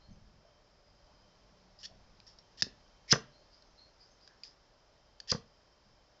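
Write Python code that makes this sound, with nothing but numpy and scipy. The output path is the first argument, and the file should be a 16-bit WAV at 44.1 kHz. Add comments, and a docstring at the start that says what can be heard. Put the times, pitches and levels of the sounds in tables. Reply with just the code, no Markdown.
"""A quiet wooden room: a playing card is twirled and snapped between the fingers near a small microphone.
Before each snap the bent card scrapes along the skin and slips in quick jerks that ring its stiff edge;
then its face flaps against the fingers. Light ticks and faint thin chirps lie between the snaps,
over steady hiss, sleeve rustle and the soft low rumble of the moving arm."""
import sys
import numpy as np
from scipy import signal
from scipy.fft import rfft, irfft
from scipy.io import wavfile
from scipy.ndimage import uniform_filter1d

SR = 44100
rng = np.random.default_rng(int(sys.argv[2]) if len(sys.argv) > 2 else 0)


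def store_pcm(level_fs):
    """Save levels as 16-bit WAV."""
    pcm = np.round(np.clip(level_fs, -1, 1) * 32767).astype(np.int16)
    wavfile.write(sys.argv[1], SR, np.atleast_2d(pcm).T)


N = 273420
TIME = np.arange(N) / SR

# card on skin: start t/s, firmest grip t/s, end t/s, top level/dB, build-up exponent,
# bend tone at firmest f/Hz, climb/(octave/s), bend tone level/dB re edge noise
STROKES = [(1.787, 1.815, 1.89, -54, 0.89, 5250, 3.5, 4), (1.829, 1.8547, 1.88, -43, .4, 3300, 8, -3.5),
           (2.265, 2.278, 2.350, -58, 1, 5335, 0.83, 0), (2.573, 2.619, 2.614, -44.5, 1.14, 3950, 13, -9),
           (3.078, 3.120, 3.136, -23.5, 1.5, 3883, 92, -4), (4.432, 4.442, 4.543, -51, 1, 4890, 0.79, 4),
           (5.272, 5.305, 5.39, -34.5, 1.07, 3170, 3.5, -8)]
# stiff edge spectrum: f/Hz, level/dB
EDGE_SPECTRUM = [(300, -44), (900, -30.5), (1700, -18), (2300, -17.5), (3200, -5.5), (4000, -4.5),
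                 (4900, 5.5), (5500, 0.5), (6300, -9), (7200, -15), (8000, -32)]
FREE_HZ, SING_HZ = 1820, 5400  # card's lowest bending mode; ring of its rubbed edge
STICK_DB = -45.5  # a louder scrape breaks into jerks
# faint tone kinds: start f/Hz, end f/Hz, width/Hz, length/s
LOW_CHIRP, MID_CHIRP = (4170, 4400, 230, .14), (4780, 5200, 640, .13)
HIGH_CHIRP, WHISTLE = (6330, 6050, 250, .1), (3100, 3200, 100, .28)
SOFT_SWISH, THIN_SWISH = (680, 1200, 400, .12), (1600, 1700, 400, .13)
HOLLOW = (630, 660, 190, .055)


def amp(db):
    """Decibels to gain."""
    return 10 ** (np.asarray(db) / 20)


def unit(x):
    """Scale to rms 1."""
    return x / np.sqrt(np.mean(x ** 2) + 1e-20)


def read(points, hz):
    """Interpolate on a log-frequency axis."""
    f, value = np.transpose(points)
    return np.interp(np.log(hz + 1), np.log(f + 1), value)


def add(mix, at_s, sound):
    """Mix a sound in at at_s."""
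    part = mix[max(round(at_s * SR), 0):][:len(sound)]
    part += sound[:len(part)]


def noise(spectrum, count, top_hz=SR):
    """Coloured noise, rms 1, rolled off above top_hz."""
    hz = np.fft.rfftfreq(count, 1 / SR)
    rolloff = 1 / np.sqrt(1 + (hz / top_hz) ** 6)
    return unit(irfft(rfft(rng.standard_normal(count)) * amp(read(spectrum, hz)) * rolloff, count))


def fuzzy_tone(hz, width_hz):
    """Narrowband noise along the curve hz, rms 1."""
    pole = np.exp(-np.pi * width_hz / SR)
    white = rng.standard_normal((2, len(hz) + SR // 10))
    a, b = signal.lfilter([1], [1, -2 * pole, pole * pole], white)[:, -len(hz):]
    phase = 2 * np.pi * np.cumsum(hz) / SR
    return unit(a * np.cos(phase) + b * np.sin(phase))


def burst(t, rise_s, fade_s):
    """Quick swell, exponential fade, peak 1."""
    shape = (1 - np.exp(-(t / rise_s) ** 2)) * np.exp(-t / fade_s)
    return shape / shape.max()


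def wander(top_hz):
    """Slow random drift, rms 1."""
    hz = np.geomspace(.4, top_hz, num=16)[:, None]
    t = np.linspace(0, N / SR, num=800)
    drift = (np.sin(2 * np.pi * (hz * t + rng.random(hz.shape))) / np.sqrt(hz)).sum(0)
    return np.interp(TIME, t, unit(drift))


def background(hiss_db=-67.81, waver_db=2.5):
    """Even hiss with a few narrow, wavering resonances."""
    # f/Hz, relative level/dB
    hiss_spectrum = [(15, -29.5), (25, 3), (54, -1), (70, -11), (134, -8.5), (202, -14.5), (581, -9),
                     (832, -11.5), (1110, -14), (2070, -19.5), (2390, -21.5), (3040, -24), (4360, -21.5),
                     (5160, -17.5), (7760, -36.5), (10100, -66), (17100, -120)]
    # f/Hz, width/Hz, rms level/dB
    resonances = [(597, 56, -79), (3110, 83, -85.5), (4990, 320, -82), (5410, 67, -86)]
    hums = sum(amp(db + waver_db * wander(5.1)) * fuzzy_tone(np.full(N, hz), width_hz)
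               for hz, width_hz, db in resonances)
    return amp(hiss_db) * noise(hiss_spectrum, N) + hums


def arm_movement(trim_db=-1, lumpy_db=1.5):
    """The moving arm: low rumble, soft bumps, sleeve rustle."""
    # t/s, level/dB before trim
    rumble_curve = [(0.0, -68), (0.28, -64.5), (0.52, -73), (1.03, -71), (1.38, -69), (2.07, -66.5),
                    (2.28, -69), (3.38, -70.5), (4.87, -75.5), (6.2, -76)]
    # t/s, level/dB, fade/s
    soft_bumps = [(0.074, -51.5, 0.13), (1.5, -61, .03), (5.84, -66.5, 0.07), (1.9, -61.5, .25)]
    # t/s, level/dB
    rustle_curve = [(0, -78), (.8, -81.5), (1.1, -73), (2.7, -71), (4.3, -73), (4.8, -77.5), (6.2, -77.5)]
    # spectra of rustle, rumble and bumps: f/Hz, level/dB
    cloth = [(100, -5.5), (190, 5.5), (300, 1.5), (550, 2.5), (950, 3), (2000, -8), (3800, -6.5), (5200, 1),
             (6500, -10), (8000, -29)]
    deep = [(20, -6.5), (32, -7.5), (47, 10), (70, -4.5), (100, -1.5), (140, -7), (190, -5),
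            (300, -18.5), (600, -41.5), (2000, -72)]
    padded = [(20, 1.5), (45, 0), (70, -4), (100, .5), (150, -7), (210, -4), (300, -26),
              (600, -37), (2000, -70)]
    rumble = amp(np.interp(TIME, *np.transpose(rumble_curve)) + trim_db + lumpy_db * wander(15))
    bumps = np.zeros(N)
    for at_s, db, fade_s in soft_bumps:
        add(bumps, at_s, amp(db) * burst(TIME[:SR], .006, fade_s))
    rustle = amp(np.interp(TIME, *np.transpose(rustle_curve)))
    return rumble * noise(deep, N) + bumps * noise(padded, N) + rustle * noise(cloth, N)


def faint_tones(crest=.16, drone_s=(1.0, 2.5), drone_db=-78.5, drone_hz=187):
    """Short fuzzy glides that swell fast and fade slowly, and one low drone."""
    # t/s, level/dB, kind (start f/Hz, end f/Hz, width/Hz, length/s)
    glides = [(0, -70, LOW_CHIRP), (.1, -79, HIGH_CHIRP), (.435, -66, HOLLOW), (.45, -80, WHISTLE),
              (1.05, -68.5, SOFT_SWISH), (1.895, -63, HOLLOW), (3.315, -68, LOW_CHIRP),
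              (3.51, -64.5, MID_CHIRP), (3.655, -79, HIGH_CHIRP), (3.772, -61, LOW_CHIRP),
              (3.99, -63, MID_CHIRP), (4.1, -73.5, HIGH_CHIRP), (4.2, -64.5, MID_CHIRP),
              (4.28, -70.5, THIN_SWISH)]
    out = np.zeros(N)
    for at_s, db, (from_hz, to_hz, width_hz, length_s) in glides:
        progress = np.linspace(0, 1, round(length_s * SR))
        swell = np.interp(progress, [0, crest, 1], [0, 1, 0])
        add(out, at_s, amp(db) * swell * fuzzy_tone(from_hz + (to_hz - from_hz) * progress, width_hz))
    start_s, end_s = drone_s
    count = round((end_s - start_s) * SR)
    drone = fuzzy_tone(np.full(count, drone_hz), width_hz=33)
    add(out, start_s, amp(drone_db) * signal.windows.tukey(count, .7) * drone)
    return out


def stroke(t, start_s, firmest_s, end_s, top_db, curve, firmest_hz, octaves_per_s):
    """Scrape level and bend tone: the grip builds and lets go; pitch climbs as the free part shortens."""
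    touch_db, let_go_db = -58, -74
    grip = np.interp(t, [start_s, firmest_s], [0, 1]) ** curve
    release = np.interp(t, [firmest_s, end_s], [0, 1])
    db = touch_db + (top_db - touch_db) * grip + (let_go_db - top_db) * release
    bend_hz = firmest_hz * 2 ** (octaves_per_s * (t - firmest_s))
    return db, np.clip(bend_hz, 1.2 * FREE_HZ, SING_HZ)


def scrapes(grain_db=1.5, grain_s=.0017, sing_db=-6, free_db=-13.5):
    """Grainy friction rings the edge and the bend tone; a light grip weakens the lowest mode."""
    out = np.zeros(N)
    for *motion, bend_db in STROKES:
        start_s, _, end_s, top_db = motion[:4]
        count = max(round((end_s - start_s) * SR), SR // 200)
        db, bend_hz = stroke(start_s + TIME[:count], *motion)
        grain = unit(uniform_filter1d(rng.standard_normal(count), round(grain_s * SR)))
        edge = noise(EDGE_SPECTRUM, count)
        sing = amp(sing_db) * fuzzy_tone(np.full(count, SING_HZ), width_hz=700)
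        light_grip_db = .2 * max(STICK_DB - top_db, 0)
        free = amp(free_db - light_grip_db) * fuzzy_tone(np.full(count, FREE_HZ), width_hz=300)
        bend = amp(bend_db) * fuzzy_tone(bend_hz, width_hz=430)
        rub = unit((edge + sing + free + bend) * amp(grain_db * grain))
        add(out, start_s, amp(db) * signal.windows.tukey(count, .08) * rub)
    return out


def slip(db, ring_hz, ring_s, hardness_db, flex_hz, rise_s=.00027, overtone=1.48, overtone_db=-8):
    """A slip rings the edge, cracks and flexes the card in two modes; hardness raises crack and flex."""
    t = TIME[:SR // 20]
    ring = burst(t, rise_s, ring_s) * np.sin(2 * np.pi * ring_hz * t)
    phase = 2 * np.pi * flex_hz * t
    modes = np.sin(phase) + amp(overtone_db) * np.sin(overtone * phase)
    flex = burst(t, rise_s, fade_s=.0022) * modes
    shape = burst(t, rise_s, fade_s=(.0026 + ring_s) / 2)
    crack = unit(shape * noise(EDGE_SPECTRUM, len(t))) * np.sqrt(np.mean(shape ** 2))
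    flex_db, crack_db = .83 * hardness_db - 7.5, hardness_db - 6  # re ring
    return amp(db) * (ring + amp(flex_db) * flex + amp(crack_db) * crack)


def jerks(ring_hz=5130, detune=.023, every_s=.0044, jitter_s=.0002, growth=1.5858, fall_db=3, count=6):
    """Stick-slip under a firm grip: a quick run of slips growing up to the firmest moment."""
    out = np.zeros(N)
    for *motion, _ in STROKES:
        _, firmest_s, _, top_db = motion[:4]
        for k, (late, sharp) in enumerate(rng.standard_normal((count, 2))):
            at_s = firmest_s - k * every_s + jitter_s * late  # k counts backwards
            scrape_db, bend_hz = stroke(at_s, *motion)
            if scrape_db > STICK_DB:
                db = STICK_DB + growth * (top_db - STICK_DB) - fall_db * k * (k + 1) / 2
                hz = ring_hz * (1 + detune * sharp)
                add(out, at_s, slip(db, hz, ring_s=.0032, hardness_db=-12, flex_hz=bend_hz))
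    return out


def snaps():
    """The edge slips free: light ticks to full snaps."""
    # t/s, ring level/dB, ring f/Hz, ring fade/s, hardness/dB, flex f/Hz
    slips = [(1.8568, -38, 4460, 0.004, -4, 1780), (2.2016, -50.5, 4000, 0.0016, 3.5, 2450),
             (2.2776, -49, 5500, 0.0055, -16, 3980), (2.3865, -52, 5520, .0076, 3.5, 4030),
             (2.6222, -14, 5070, 0.00088, -1.5, 1757), (2.6267, -19.5, 5190, 0.0017, -2, 4000),
             (3.1248, -11.5, 6010, .0019, -4.5, 4400), (3.623, -54.5, 4210, 0.0023, 1, 5380),
             (4.276, -55.5, 3880, .0037, 11, 1590), (4.4349, -37.5, 4790, 0.0038, -0.5, 2490),
             (5.2018, -35.5, 4610, 0.0019, -4, 1726), (5.3150, -20.5, 4670, 0.002, -24, 3150),
             (5.3173, -14, 4910, 0.0019, -3.5, 5800)]
    out = np.zeros(N)
    for at_s, *snap in slips:
        add(out, at_s, slip(*snap))
    return out


def flaps(rise_s=.0007, push_cycles=.7, leak_hz=70):
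    """The card's face slaps skin and pushes a puff of air; deep bass leaks round its edges."""
    # t/s, slap level/dB, cutoff f/Hz, push level/dB, push f/Hz, settling time/s, change by then/dB
    landings = [(2.6273, -40.5, 520, -40.5, 163, .040, -3.5),
                (3.1268, -19.5, 2600, -20.5, 154.8, .030, -10.5), (5.3208, -30, 1550, -26, 140, .027, -4)]
    # land, rebound, settle: settling share, slap offset/dB, fade/s, cutoff ratio,
    # push offset/dB, push frequency ratio
    beats = [(0, 0, 0.0047, 1, 0, 1), (.25, -1, .0065, .9, -6.5, 2.9), (1, -1.5, .0075, 0.59, -0.5, 1.2)]
    # f/Hz, level/dB
    face_spectrum = [(30, -18.5), (60, -16), (125, 3), (220, -4.5), (310, -17), (450, 4.5), (650, -13),
                     (820, -12), (1100, -4.5), (1750, -3.5), (2300, -10), (3000, -7), (7000, -13)]
    out, t = np.zeros(N), TIME[:SR // 10]
    for at_s, slap_db, top_hz, push_db, push_hz, settle_s, change_db in landings:
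        for share, beat_db, fade_s, top_ratio, push_ratio, puff_db in (
                (a, b, c, d, f, e) for a, b, c, d, e, f in beats):
            shape = burst(t, rise_s, fade_s)
            face = noise(face_spectrum, len(t), top_hz * top_ratio)
            slap = unit(shape * face) * np.sqrt(np.mean(shape ** 2))
            hz = push_hz * push_ratio
            push = -burst(t, rise_s, push_cycles / hz) * np.sin(2 * np.pi * hz * t)
            beat = amp(slap_db + beat_db) * slap + amp(push_db + puff_db) * push
            add(out, at_s + share * settle_s, amp(share * change_db) * beat)
    return signal.sosfilt(signal.butter(1, leak_hz, "highpass", fs=SR, output="sos"), out)


def room(x, build_s=.0061, wall_s=.022, wall_db=-25):
    """Short diffuse tail, one echo off the wooden wall, low standing waves."""
    # f/Hz, t60/s
    decay_times = [(80, 0.44), (200, 0.3), (500, 0.2), (1200, 0.31), (3000, 0.32), (5000, 0.17), (8000, .2)]
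    # f/Hz, level/dB
    tail_spectrum = [(50, -14.5), (120, -9.5), (200, -7.5), (330, -11.5), (460, -2), (700, -9), (1200, -13),
                     (1700, -16.5), (3000, -14), (5000, -13), (8000, -14)]
    # f/Hz, t60/s, level/dB
    standing_waves = [(122, .15, -9.5), (185, 0.26, -8), (456, 0.1, -9)]
    count = SR // 2
    hz, frame_s, bins = signal.stft(rng.standard_normal(count), SR, nperseg=256)
    rate = np.log(1000) / read(decay_times, hz)[:, None]
    decay = np.exp(-rate * frame_s) * np.sqrt(2 * rate / SR)  # unit energy
    bins = bins * decay * amp(read(tail_spectrum, hz))[:, None]
    t = TIME[:count]
    tail = signal.istft(bins, SR)[1][:count] * (1 - np.exp(-(t / build_s) ** 2))
    tail[round(wall_s * SR)] += amp(wall_db)
    for mode_hz, t60_s, db in standing_waves:
        fade = np.exp(-np.log(1000) * t / t60_s)
        tail += amp(db) * 2 * fade / fade.sum() * np.cos(2 * np.pi * mode_hz * t)
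    return signal.fftconvolve(x, tail)[:N]


def scene(scrape_send_db=2, tone_send_db=8):
    """Near, dry card and wetter faint tones over arm movement and hiss."""
    card = snaps() + jerks() + flaps()
    rubbing, tones = scrapes(), faint_tones()
    reverb = room(card + amp(scrape_send_db) * rubbing + amp(tone_send_db) * tones)
    return (card + rubbing + tones + reverb + arm_movement() + background())[None]


def record(dry, cutoff_hz=7750):
    """The microphone passes nothing above its speech band."""
    lowpass = signal.firwin(181, cutoff_hz, window=("kaiser", 8), fs=SR)
    return signal.oaconvolve(dry, lowpass[None], "same")


dry = scene()
out = record(dry)
store_pcm(out)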